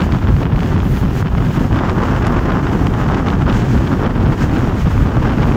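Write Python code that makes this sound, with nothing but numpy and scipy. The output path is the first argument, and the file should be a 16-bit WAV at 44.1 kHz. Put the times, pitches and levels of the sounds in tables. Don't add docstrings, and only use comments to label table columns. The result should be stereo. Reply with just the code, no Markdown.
import sys
import numpy as np
from scipy.fft import rfft, irfft, next_fast_len
from scipy.io import wavfile
from scipy.ndimage import uniform_filter1d, minimum_filter1d, map_coordinates

SR = 44100
rng = np.random.default_rng(int(sys.argv[2]) if len(sys.argv) > 2 else 0)


def wav_out(sig):
    wavfile.write(sys.argv[1], SR, np.round(np.clip(np.atleast_2d(sig).T, -1, 1) * 32767).astype(np.int16))


N = 245195


def amp(db):
    return 10 ** (np.asarray(db) / 20)


def unit(x):
    return x / np.sqrt(np.mean(x ** 2) + 1e-20)


def noise():
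    return rng.standard_normal(N)


def curves(rows):
    times, *columns = np.transpose(rows)
    return [np.interp(np.arange(N) / SR, times, column) for column in columns]


def wobble(rate):
    knots = rng.standard_normal(int(N * rate / SR) + 4)
    return map_coordinates(knots, [np.arange(N) * rate / SR])


def filtered(x, response):
    m = 2 * next_fast_len(N // 2 + SR // 4)
    return irfft(rfft(x, m) * response(np.fft.rfftfreq(m, 1 / SR)), m)[..., :N]


def coloured(x, spectrum):
    f, db = np.transpose(spectrum)

    def response(hz):
        log_gain = np.interp(np.log(hz + 1), np.log(f + 1), db) * np.log(10) / 20
        cepstrum = irfft(log_gain)
        half = len(cepstrum) // 2
        cepstrum[1:half] *= 2
        cepstrum[half + 1:] = 0
        return np.exp(rfft(cepstrum))
    return filtered(x, response)


def even(x, seconds):
    size = round(seconds * SR)
    power = uniform_filter1d(uniform_filter1d(x ** 2, size=size), size=size // 3)
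    return unit(x / np.sqrt(np.abs(power) + 1e-20))


def swells(rows, rise, fall, rounding=1):
    t = np.arange(0, N + 64, 64) / SR
    db = np.zeros(len(t))
    for s, gain, length in rows:
        side = length * np.where(t < s, rise, fall)
        db += gain * np.exp(-(np.abs(t - s) / side) ** rounding)
    return np.interp(np.arange(N) / SR, t, db)


def eddies(rate, spread_db, upward):
    happens, scale, way = rng.random((N, 3)).T
    size = np.minimum(amp(-spread_db * np.log(1 - scale)), 4.5)
    return (happens < rate / SR) * size * np.where(way < upward, 1, -1)


# (time [s], buffet level [dB], crackle level [dB])
WIND = [
    [(0, -15, -23), (.5, -16, -25), (.9, -14.5, -26), (1.3, -15.5, -22.5), (1.55, -14, -26.5),
     (1.69, -15, -22.5), (2.1, -17, -26), (2.48, -14.5, -23.5), (2.62, -17.5, -25.5), (3.0, -17, -26.5),
     (3.4, -15.5, -24.5), (3.7, -14, -24.5), (4.1, -19.5, -24.5), (4.3, -13, -20), (4.37, -28, -28),
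     (4.45, -15, -26), (4.9, -17.5, -25), (5.2, -12.5, -21.5), (5.56, -17.5, -26.5)],
    [(0, -26, -39), (.46, -26, -40), (1.37, -30, -40), (1.54, -28, -37), (1.6, -13, -31),
     (1.75, -18.5, -19.5), (2.1, -19.5, -17.5), (2.42, -22, -22.5), (2.62, -15, -20.5), (2.9, -15, -25),
     (3.0, -18, -18.5), (3.14, -16, -19), (3.38, -19, -24.5), (3.55, -23.5, -21.5), (3.67, -17, -30),
     (4.13, -16, -27), (4.5, -16, -25.5), (4.86, -23.5, -29), (5.56, -16.5, -24.5)],
]
# (time [s], crackle change from the steady wind [dB], length [s])
PUFFS = [
    [(0.02, 8, 0.044), (.16, 2, 0.07), (.29, 5, 0.037), (.43, 7.5, 0.023), (.6, 4, 0.068), (.723, 3, 0.013),
     (.77, 5, 0.13), (.973, 2, 0.011), (1.03, 5, 0.018), (1.21, 2.5, 0.012), (1.41, 5.5, 0.026),
     (1.58, 12, 0.021), (1.74, -1, .09), (1.95, 6, 0.049), (2.23, -1, 0.075), (2.36, 1.5, 0.084),
     (2.5, 4, 0.033), (2.67, -2, .05), (3.123, 8, 0.039), (3.28, 4, 0.059), (3.5, 13.5, 0.028),
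     (3.56, 0.5, .03), (3.625, 9, 0.017), (3.92, 13, 0.0097), (4.015, 6, 0.022), (4.062, 14.5, 0.031),
     (4.045, 5.5, 0.023), (4.11, 6, 0.011), (4.165, -1, 0.012), (4.57, 14.5, 0.025), (4.71, 4.5, 0.052),
     (4.875, 4, 0.018), (5.06, 1.5, 0.045), (5.17, 2, .015), (5.258, 6, 0.015), (5.3, 9, 0.019),
     (5.42, 6.5, 0.067), (5.52, 4, 0.27)],
    [(1.57, 10, 0.046), (1.9, 5.5, 0.036), (2.03, 7, 0.022), (2.27, 8, 0.022), (2.32, 2.5, 0.04),
     (2.37, 12, 0.031), (2.11, 2, 0.028), (2.18, 4, .015), (2.5, 7, 0.039), (2.57, 7, 0.016),
     (2.74, 7.5, 0.019), (2.87, 5.5, 0.027), (3.193, 4.5, 0.011), (3.275, 14, 0.018), (3.332, 10, 0.008),
     (3.42, 6.5, 0.025), (3.48, 7, 0.04), (3.76, 7.5, 0.061), (3.93, 9, 0.039), (4.06, 9, 0.05),
     (4.2, 9.5, 0.02), (4.325, 6.5, 0.017), (4.42, 6, 0.023), (4.58, 8, 0.023), (4.65, 7, 0.066),
     (4.92, 6, .03), (4.98, 2, 0.048), (5.073, 13, 0.0094), (5.17, 16, 0.0081), (5.26, 8.5, 0.045)],
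]
# (time [s], crackle change from the steady wind [dB], length [s])
LULLS = [
    [(.055, -9, 0.02), (.2, -8, 0.022), (.25, -0.5, 0.018), (.354, -5, 0.021), (.39, -4, 0.017),
     (.913, -3.5, 0.027), (1.132, -2, .01), (1.237, -18, 0.013), (1.307, -7, 0.024), (1.696, -12, .025),
     (1.93, -6, 0.023), (2.205, -9, 0.028), (2.345, -7, 0.011), (2.434, -5, .015), (2.624, -8, .03),
     (2.893, -11, .015), (3.223, -9, 0.023), (3.377, -1, 0.013), (3.9, -4, .015), (3.96, -12, 0.018),
     (3.986, -12, 0.011), (4.088, -7, 0.016), (4.13, -7, 0.023), (4.844, -9, 0.023), (5.19, -7, .02),
     (5.368, -9, .02)],
    [(1.69, -16, 0.024), (1.876, -6, 0.013), (1.94, -9, 0.043), (2.205, -7, 0.026), (2.434, -6, 0.017),
     (2.624, -11, 0.01), (2.913, -5, 0.017), (3.073, -9, 0.0095), (3.253, -7, 0.037), (3.382, -5, 0.022),
     (3.452, -22, 0.022), (3.672, -6, .025), (4.085, -5, .015), (4.136, -9, 0.023), (4.265, -4, .015),
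     (4.37, -17, 0.018), (5.093, -7, .012), (5.368, -5, 0.033)],
]
# (frequency [Hz], gain [dB])
BUFFET = [
    [(50, -31.5), (110, 1.5), (200, -1.5), (400, -8), (800, -21.5), (1500, -62.5)],
    [(40, -19.5), (110, -5), (250, 0), (400, -5.5), (800, -15), (1500, -59)],
]
# (frequency [Hz], gain [dB])
CRACKLE = [
    [(20, -43), (200, -2), (500, 2.5), (1200, -5.5), (2000, -9.5), (3000, -13), (4000, -23), (5500, -25.5),
     (7500, -60), (10000, -77), (16000, -89)],
    [(20, -57.5), (200, -2.5), (500, 2.5), (1200, -2.5), (2000, -9), (3000, -16.5), (4000, -26.5),
     (5500, -25.5), (8000, -34), (10000, -92), (16000, -100)],
]
BUFFET_SHARE = 0.39


def port_wind(port, upward, roar, choppy):
    buffet_db, crackle_db = curves(WIND[port])
    puff_db = swells(PUFFS[port], rise=0.69, fall=0.56) + swells(LULLS[port], rise=0.57, fall=0.44)
    buffet_db = buffet_db + BUFFET_SHARE * puff_db
    crackle_db = crackle_db + puff_db
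    flutter = choppy * wobble(45)

    buffet = amp(1.55 * flutter + 2.6 * wobble(18)) * coloured(noise(), BUFFET[port])
    buffet = even(buffet, 0.11)

    small = amp(2.7 * flutter + 2.7 * wobble(110)) * eddies(1300, spread_db=4, upward=upward)
    large = amp(2 * flutter) * uniform_filter1d(eddies(450, spread_db=3.5, upward=upward), size=17)
    rush = amp(3.2 * flutter + 4.1 * choppy * wobble(160)) * noise()
    crackle = unit(small) + 0.57 * unit(large) + roar * unit(rush)
    crackle = even(coloured(crackle, CRACKLE[port]), 0.034)
    return amp(buffet_db + 0.67) * buffet + amp(crackle_db + 3.5) * crackle


def slipstream():
    left = port_wind(0, upward=.75, roar=0.43, choppy=1.7)
    right = port_wind(1, upward=.55, roar=0.72, choppy=0.91)
    return np.array([left, right])


# (time [s], level [dB])
HEAVE = [(0, -20), (.7, -18), (1.2, -17.5), (1.7, -20.5), (2.1, -21.5), (3.4, -20.5), (4.4, -24),
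         (5.56, -20)]
# (time [s], change from the steady swings [dB], length [s])
SURGES = [(.11, 8, 0.037), (.335, 10, 0.13), (.55, 7, 0.067), (.8, 5, 0.038), (1.05, 4, 0.057),
          (1.35, 7, 0.12), (1.56, 3, 0.059), (1.73, 9.5, 0.055), (2.0, 4, 0.027), (2.2, 7, 0.13),
          (2.53, 8.5, 0.14), (2.86, 5.5, 0.13), (3.05, 7, 0.041), (3.48, 9.5, 0.16), (3.77, 9, 0.036),
          (3.98, 5, 0.02), (4.26, 10.5, 0.19), (4.55, 7.5, 0.089), (4.75, 9.5, 0.034), (4.85, 9, 0.031),
          (5.0, 13, 0.16), (5.25, 7.5, 0.033), (5.46, 7.5, 0.087)]
# (time [s], change from the steady swings [dB], length [s])
SLACKS = [(.2, -7, 0.036), (.45, -12, 0.035), (.65, -7, .03), (1.12, -7, 0.031), (1.27, -14, 0.045),
          (1.48, -2, 0.015), (1.53, -14, .015), (1.69, -7, 0.017), (2.58, -14, 0.027), (3.9, -8, 0.028),
          (4.37, -6, 0.029), (4.8, -4, .02), (5.35, 0.5, .025)]
# (frequency [Hz], gain [dB])
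SWINGS = [(10, -82), (25, -1.5), (50, 8), (100, 5), (160, -2), (300, -60.5)]


def pressure_swings():
    swings = np.array([even(coloured(noise(), SWINGS), 0.044) for port in (0, 1)])
    surge_db = swells(SURGES, rise=0.97, fall=0.74, rounding=1.1)
    slack_db = swells(SLACKS, rise=1.0, fall=0.6)
    heave_db = curves(HEAVE)[0] + surge_db + slack_db + 1.64 * wobble(24.96)
    return amp(heave_db + [[0], [-9]]) * swings


# (time [s], hiss level [dB], high hiss level [dB])
RUNNING = [(0, -41.5, -50), (.2, -45.5, -52), (.43, -45, -52), (.46, -51, -57), (.73, -43.5, -53),
           (.81, -45, -55), (.85, -43, -42.5), (.99, -39, -40), (1.04, -44.5, -48.5), (1.13, -41.5, -46),
           (1.21, -37, -42), (1.23, -47, -53), (1.54, -39.5, -46), (1.72, -44.5, -52), (1.78, -46.5, -55),
           (2.1, -44.5, -52), (2.5, -48, -53), (2.63, -46, -57), (2.84, -43.5, -50), (3.36, -45, -58),
           (3.58, -36, -51), (3.81, -42.5, -52), (4.06, -40, -47), (4.08, -45.5, -55), (4.36, -45, -54),
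           (4.43, -33.5, -48), (4.46, -41.5, -50), (4.7, -41.5, -50.5), (4.97, -41, -49), (5.1, -44, -54),
           (5.56, -42.5, -51)]
# (frequency [Hz], gain [dB])
HISS = [
    [(600, -35), (1600, 15), (3000, 7.5), (4000, 0.5), (5500, -2), (7000, -5.5), (7800, -38), (9000, -65)],
    [(600, -19), (1600, 13.5), (2400, 4), (3000, 5), (4000, -1.5), (6800, -0.5), (8000, -6.5), (9200, -16),
     (9900, -13), (11000, -21)],
]
# (frequency [Hz], gain [dB])
HIGH_HISS = [
    [(7500, -36), (9200, -2), (9900, 1.5), (10700, -2), (13500, 2.5), (15000, 3), (15700, -4)],
    [(8500, -18), (10700, -10), (13500, -18), (15000, -11), (15700, -20)],
]
# (frequency [Hz], gain [dB])
WHISTLE = [(13200, -30), (14300, -6), (15000, 0), (15700, -12)]
WHISTLE_DB, WHISTLE_FOLLOWS = -53, 0.66


def running_noise():
    hiss_db, high_db = curves(RUNNING)
    flutter = 1.86 * wobble(21.98) + 0.38 * wobble(3.8)
    hiss = [unit(coloured(noise(), spectrum)) for spectrum in HISS]
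    high = [unit(coloured(noise(), spectrum)) for spectrum in HIGH_HISS]
    whistle_db = WHISTLE_DB + WHISTLE_FOLLOWS * (high_db - high_db.mean()) + flutter
    whistle = amp(whistle_db) * unit(coloured(noise(), WHISTLE)) * [[1], [0]]
    hiss = amp(hiss_db + flutter + [[5], [6]]) * hiss
    high = amp(high_db + flutter + [[-2], [-8.5]]) * high
    return hiss + high + whistle


# (time [s], size before recoil and limiter [full scale], half-width, played as at least 0.06 [ms])
POPS = [
    [(0.0059, -0.96, 0.07), (0.0198, 0.91, 0.066), (0.0259, -1, 0.3), (0.0384, -0.61, 0.17),
     (0.0669, 0.81, 0.33), (0.0911, -0.51, 0.17), (0.123, -0.93, 0.059), (0.1486, 0.94, 0.11),
     (0.1672, 0.65, 0.16), (0.1866, -0.32, 0.077), (0.2267, 0.42, 0.096), (0.2717, -0.7, 0.093),
     (0.287, 0.32, 0.07), (0.2931, 0.54, 0.13), (0.306, 0.91, 0.33), (0.3659, -0.52, 0.082),
     (0.4172, -0.89, 0.27), (0.4324, -0.56, 0.081), (0.4548, 0.83, 0.096), (0.5614, -0.38, 0.065),
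     (0.5827, 0.63, 0.12), (0.592, -0.39, 0.07), (0.6057, 0.66, 0.07), (0.6324, 0.78, 0.083),
     (0.661, 0.42, 0.079), (0.7187, 0.65, 0.13), (0.7584, 0.83, 0.33), (0.7648, 0.59, 0.076),
     (0.7791, 0.66, 0.12), (0.7971, -0.8, 0.41), (0.803, 0.59, 0.08), (0.8213, 0.34, 0.07),
     (0.8309, -0.71, 0.22), (0.9715, 0.5, 0.075), (1.0371, -0.6, 0.17), (1.226, 1, 0.13),
     (1.2591, -0.81, 0.15), (1.2716, 0.7, 0.095), (1.2831, -0.28, 0.07), (1.3221, 0.76, 0.24),
     (1.3512, -1.04, 0.17), (1.4062, 0.63, 0.14), (1.4675, -0.47, 0.094), (1.5066, -0.62, 0.26),
     (1.5648, -0.58, 0.12), (1.581, 0.84, 0.24), (1.5881, 0.69, 0.24), (1.6171, -0.64, 0.12),
     (1.7284, 0.78, 0.12), (1.7618, 0.72, 0.24), (1.7972, 0.6, 0.07), (1.821, -0.61, 0.17),
     (1.8617, 0.6, 0.12), (2.2215, 0.49, 0.12), (2.3597, -0.81, 0.22), (2.5049, 0.83, 0.066),
     (2.5229, 0.76, 0.12), (2.6667, 0.66, 0.17), (2.9391, -0.52, 0.07), (3.0824, -0.45, 0.12),
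     (3.1048, -0.39, 0.14), (3.1222, 0.9, 0.13), (3.2854, -1.3, 0.07), (3.4151, 0.22, 0.07),
     (3.4691, -0.78, 0.17), (3.4979, 0.79, 0.08), (3.5068, 0.57, 0.07), (3.5269, -0.74, 0.064),
     (3.62, 0.37, 0.06), (3.8739, -0.75, 0.09), (3.9178, -1.04, 0.17), (3.9289, 0.69, 0.12),
     (3.9727, 0.66, 0.19), (4.05, -1.13, 0.2), (4.0663, 0.85, 0.21), (4.0762, 0.87, 0.14),
     (4.1611, -0.51, 0.12), (4.2504, 0.47, 0.15), (4.2827, 1, 0.41), (4.3365, -0.65, 0.14),
     (4.4383, -1.08, 0.33), (4.4959, 0.48, 0.091), (4.5289, 0.67, 0.17), (4.5703, -1, 0.08),
     (4.6075, 0.7, 0.11), (4.757, 0.88, 0.33), (4.858, 0.87, 0.24), (4.8744, 0.61, 0.15),
     (5.0147, -0.62, 0.14), (5.0592, 0.69, 0.12), (5.2278, 0.37, 0.07), (5.2937, 0.57, 0.14),
     (5.3234, -0.36, 0.07), (5.3839, 0.69, 0.12), (5.4761, 1.09, 0.38), (5.5149, 1.2, 0.21),
     (5.5211, -0.73, 0.089)],
    [(1.5739, 0.44, 0.12), (1.711, -0.62, 0.18), (1.7604, -0.57, 0.073), (1.7815, -0.96, 0.24),
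     (1.7899, 1, 0.088), (1.8364, -0.78, 0.13), (1.8964, 0.73, 0.052), (2.0291, -1.17, 0.12),
     (2.1326, -0.98, 0.17), (2.1636, -0.4, 0.068), (2.1853, 0.51, 0.12), (2.2435, 0.53, 0.12),
     (2.2509, 0.52, 0.14), (2.2679, -1.1, 0.083), (2.3337, -1.3, 0.22), (2.365, 1.01, 0.13),
     (2.384, 0.78, 0.22), (2.3928, 0.83, 0.14), (2.4622, -0.61, 0.2), (2.4888, -1.09, 0.26),
     (2.5071, -1.12, 0.11), (2.5202, 0.85, 0.084), (2.5772, 0.77, 0.24), (2.6696, 1, 0.13),
     (2.7287, -1.1, 0.26), (2.87, 1.5, 0.08), (2.9494, -0.94, 0.17), (3.015, 1.1, 0.17),
     (3.0974, -0.18, 0.14), (3.1091, 1.3, 0.24), (3.1494, -0.44, 0.05), (3.1923, -0.61, 0.11),
     (3.199, 0.47, 0.15), (3.2717, -0.79, 0.2), (3.3031, -0.61, 0.05), (3.3372, -0.61, 0.1),
     (3.4217, 0.51, 0.068), (3.4684, -0.79, 0.17), (3.4812, 1.08, 0.18), (3.5197, -1.5, 0.29),
     (3.586, -1.4, 0.33), (3.6344, 0.96, 0.24), (3.754, -1.12, 0.19), (3.7776, 0.56, 0.094),
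     (3.8097, -0.99, 0.24), (3.9185, -0.37, 0.15), (4.1667, -0.57, 0.19), (4.652, -0.72, 0.2),
     (4.9784, 0.94, 0.11), (5.3092, -1.06, 0.17), (5.4554, -0.67, 0.24), (5.4946, -1.17, 0.24)],
]
# (frequency [Hz], gain [dB])
SPRAY = [(600, -18), (1500, 0), (3200, -2), (4500, -12), (7000, -20.5), (10000, -57)]
RECOIL, RECOIL_WIDER = 0.17, 5.6
SPRAY_DB, SPRAY_MS = -7.5, 1.28
SPRAY_WIDTH_MS = .08


def pops():
    push, fizz = np.zeros((2, N + 400)), np.zeros((2, N + 400))
    ms = (np.arange(400) - 100) * 1000 / SR
    for port, rows in enumerate(POPS):
        for s, size, width_ms in rows:
            start = round(s * SR)
            u = ms / max(width_ms, .06)
            recoil = RECOIL * np.exp(-(u / RECOIL_WIDER) ** 2 / 2)
            push[port, start:start + 400] += size * (np.exp(-u ** 2 / 2) - recoil)
            sharpness = SPRAY_WIDTH_MS / max(width_ms, SPRAY_WIDTH_MS)
            decay = (ms > 0) * np.exp(-ms / SPRAY_MS)
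            fizz[port, start:start + 400] += size * sharpness * decay * rng.standard_normal(400)
    spray = np.pad(coloured(fizz[:, :N], SPRAY), ((0, 0), (0, 400)))
    return (push + amp(SPRAY_DB) * spray)[:, 100:N + 100]


# (time [s], level before the tone filter [dB])
SNAPS = [
    [(.122, -52), (.288, -52), (.433, -54), (.561, -57), (.606, -57), (.632, -59), (.659, -59),
     (1.283, -56), (1.765, -45), (2.112, -55), (2.504, -56), (2.939, -53), (3.197, -52), (3.285, -48),
     (3.416, -54), (3.527, -48), (3.874, -55), (4.053, -55), (4.432, -52), (4.571, -50), (4.756, -53),
     (4.901, -52.5), (5.228, -53), (5.301, -54), (5.322, -47)],
    [(1.74, -56), (1.896, -46), (1.915, -51), (2.049, -56), (2.181, -51), (2.269, -30), (2.868, -43),
     (3.149, -56), (3.284, -48)],
]
# (frequency [Hz], gain [dB])
SNAP = [(2500, -10), (4500, 33), (8500, 32.5), (16000, 13)]


def snaps():
    snap, t = np.zeros((2, N + 400)), np.arange(400) / SR
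    for port, rows in enumerate(SNAPS):
        for s, db in rows:
            start = round(s * SR)
            ragged = rng.standard_normal(400) * amp(-60 * t / .003)
            snap[port, start:start + 400] += amp(db) * ragged / np.linalg.norm(ragged)
    return coloured(snap[:, :N], SNAP)


def scene():
    return slipstream() + pressure_swings() + running_noise() + pops() + snaps()


def record(dry):
    def leak(hz):
        late = np.exp(-2j * np.pi * hz * 0.00056)
        return 0.93 * late / (1 + 1j * hz / 350) / (1 + (hz / 2500) ** 4)

    x = dry + filtered(dry[::-1], leak)
    needed = np.minimum(1, 1.05 / (np.abs(x).max(axis=0) + 1e-9))
    held = minimum_filter1d(needed, size=401)
    x = x * uniform_filter1d(uniform_filter1d(held, size=201), size=151)
    x = x / (1 + np.abs(x) ** 16) ** (1 / 16)
    return filtered(x, lambda hz: hz < 15850)


dry = scene()
out = record(dry)
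wav_out(out)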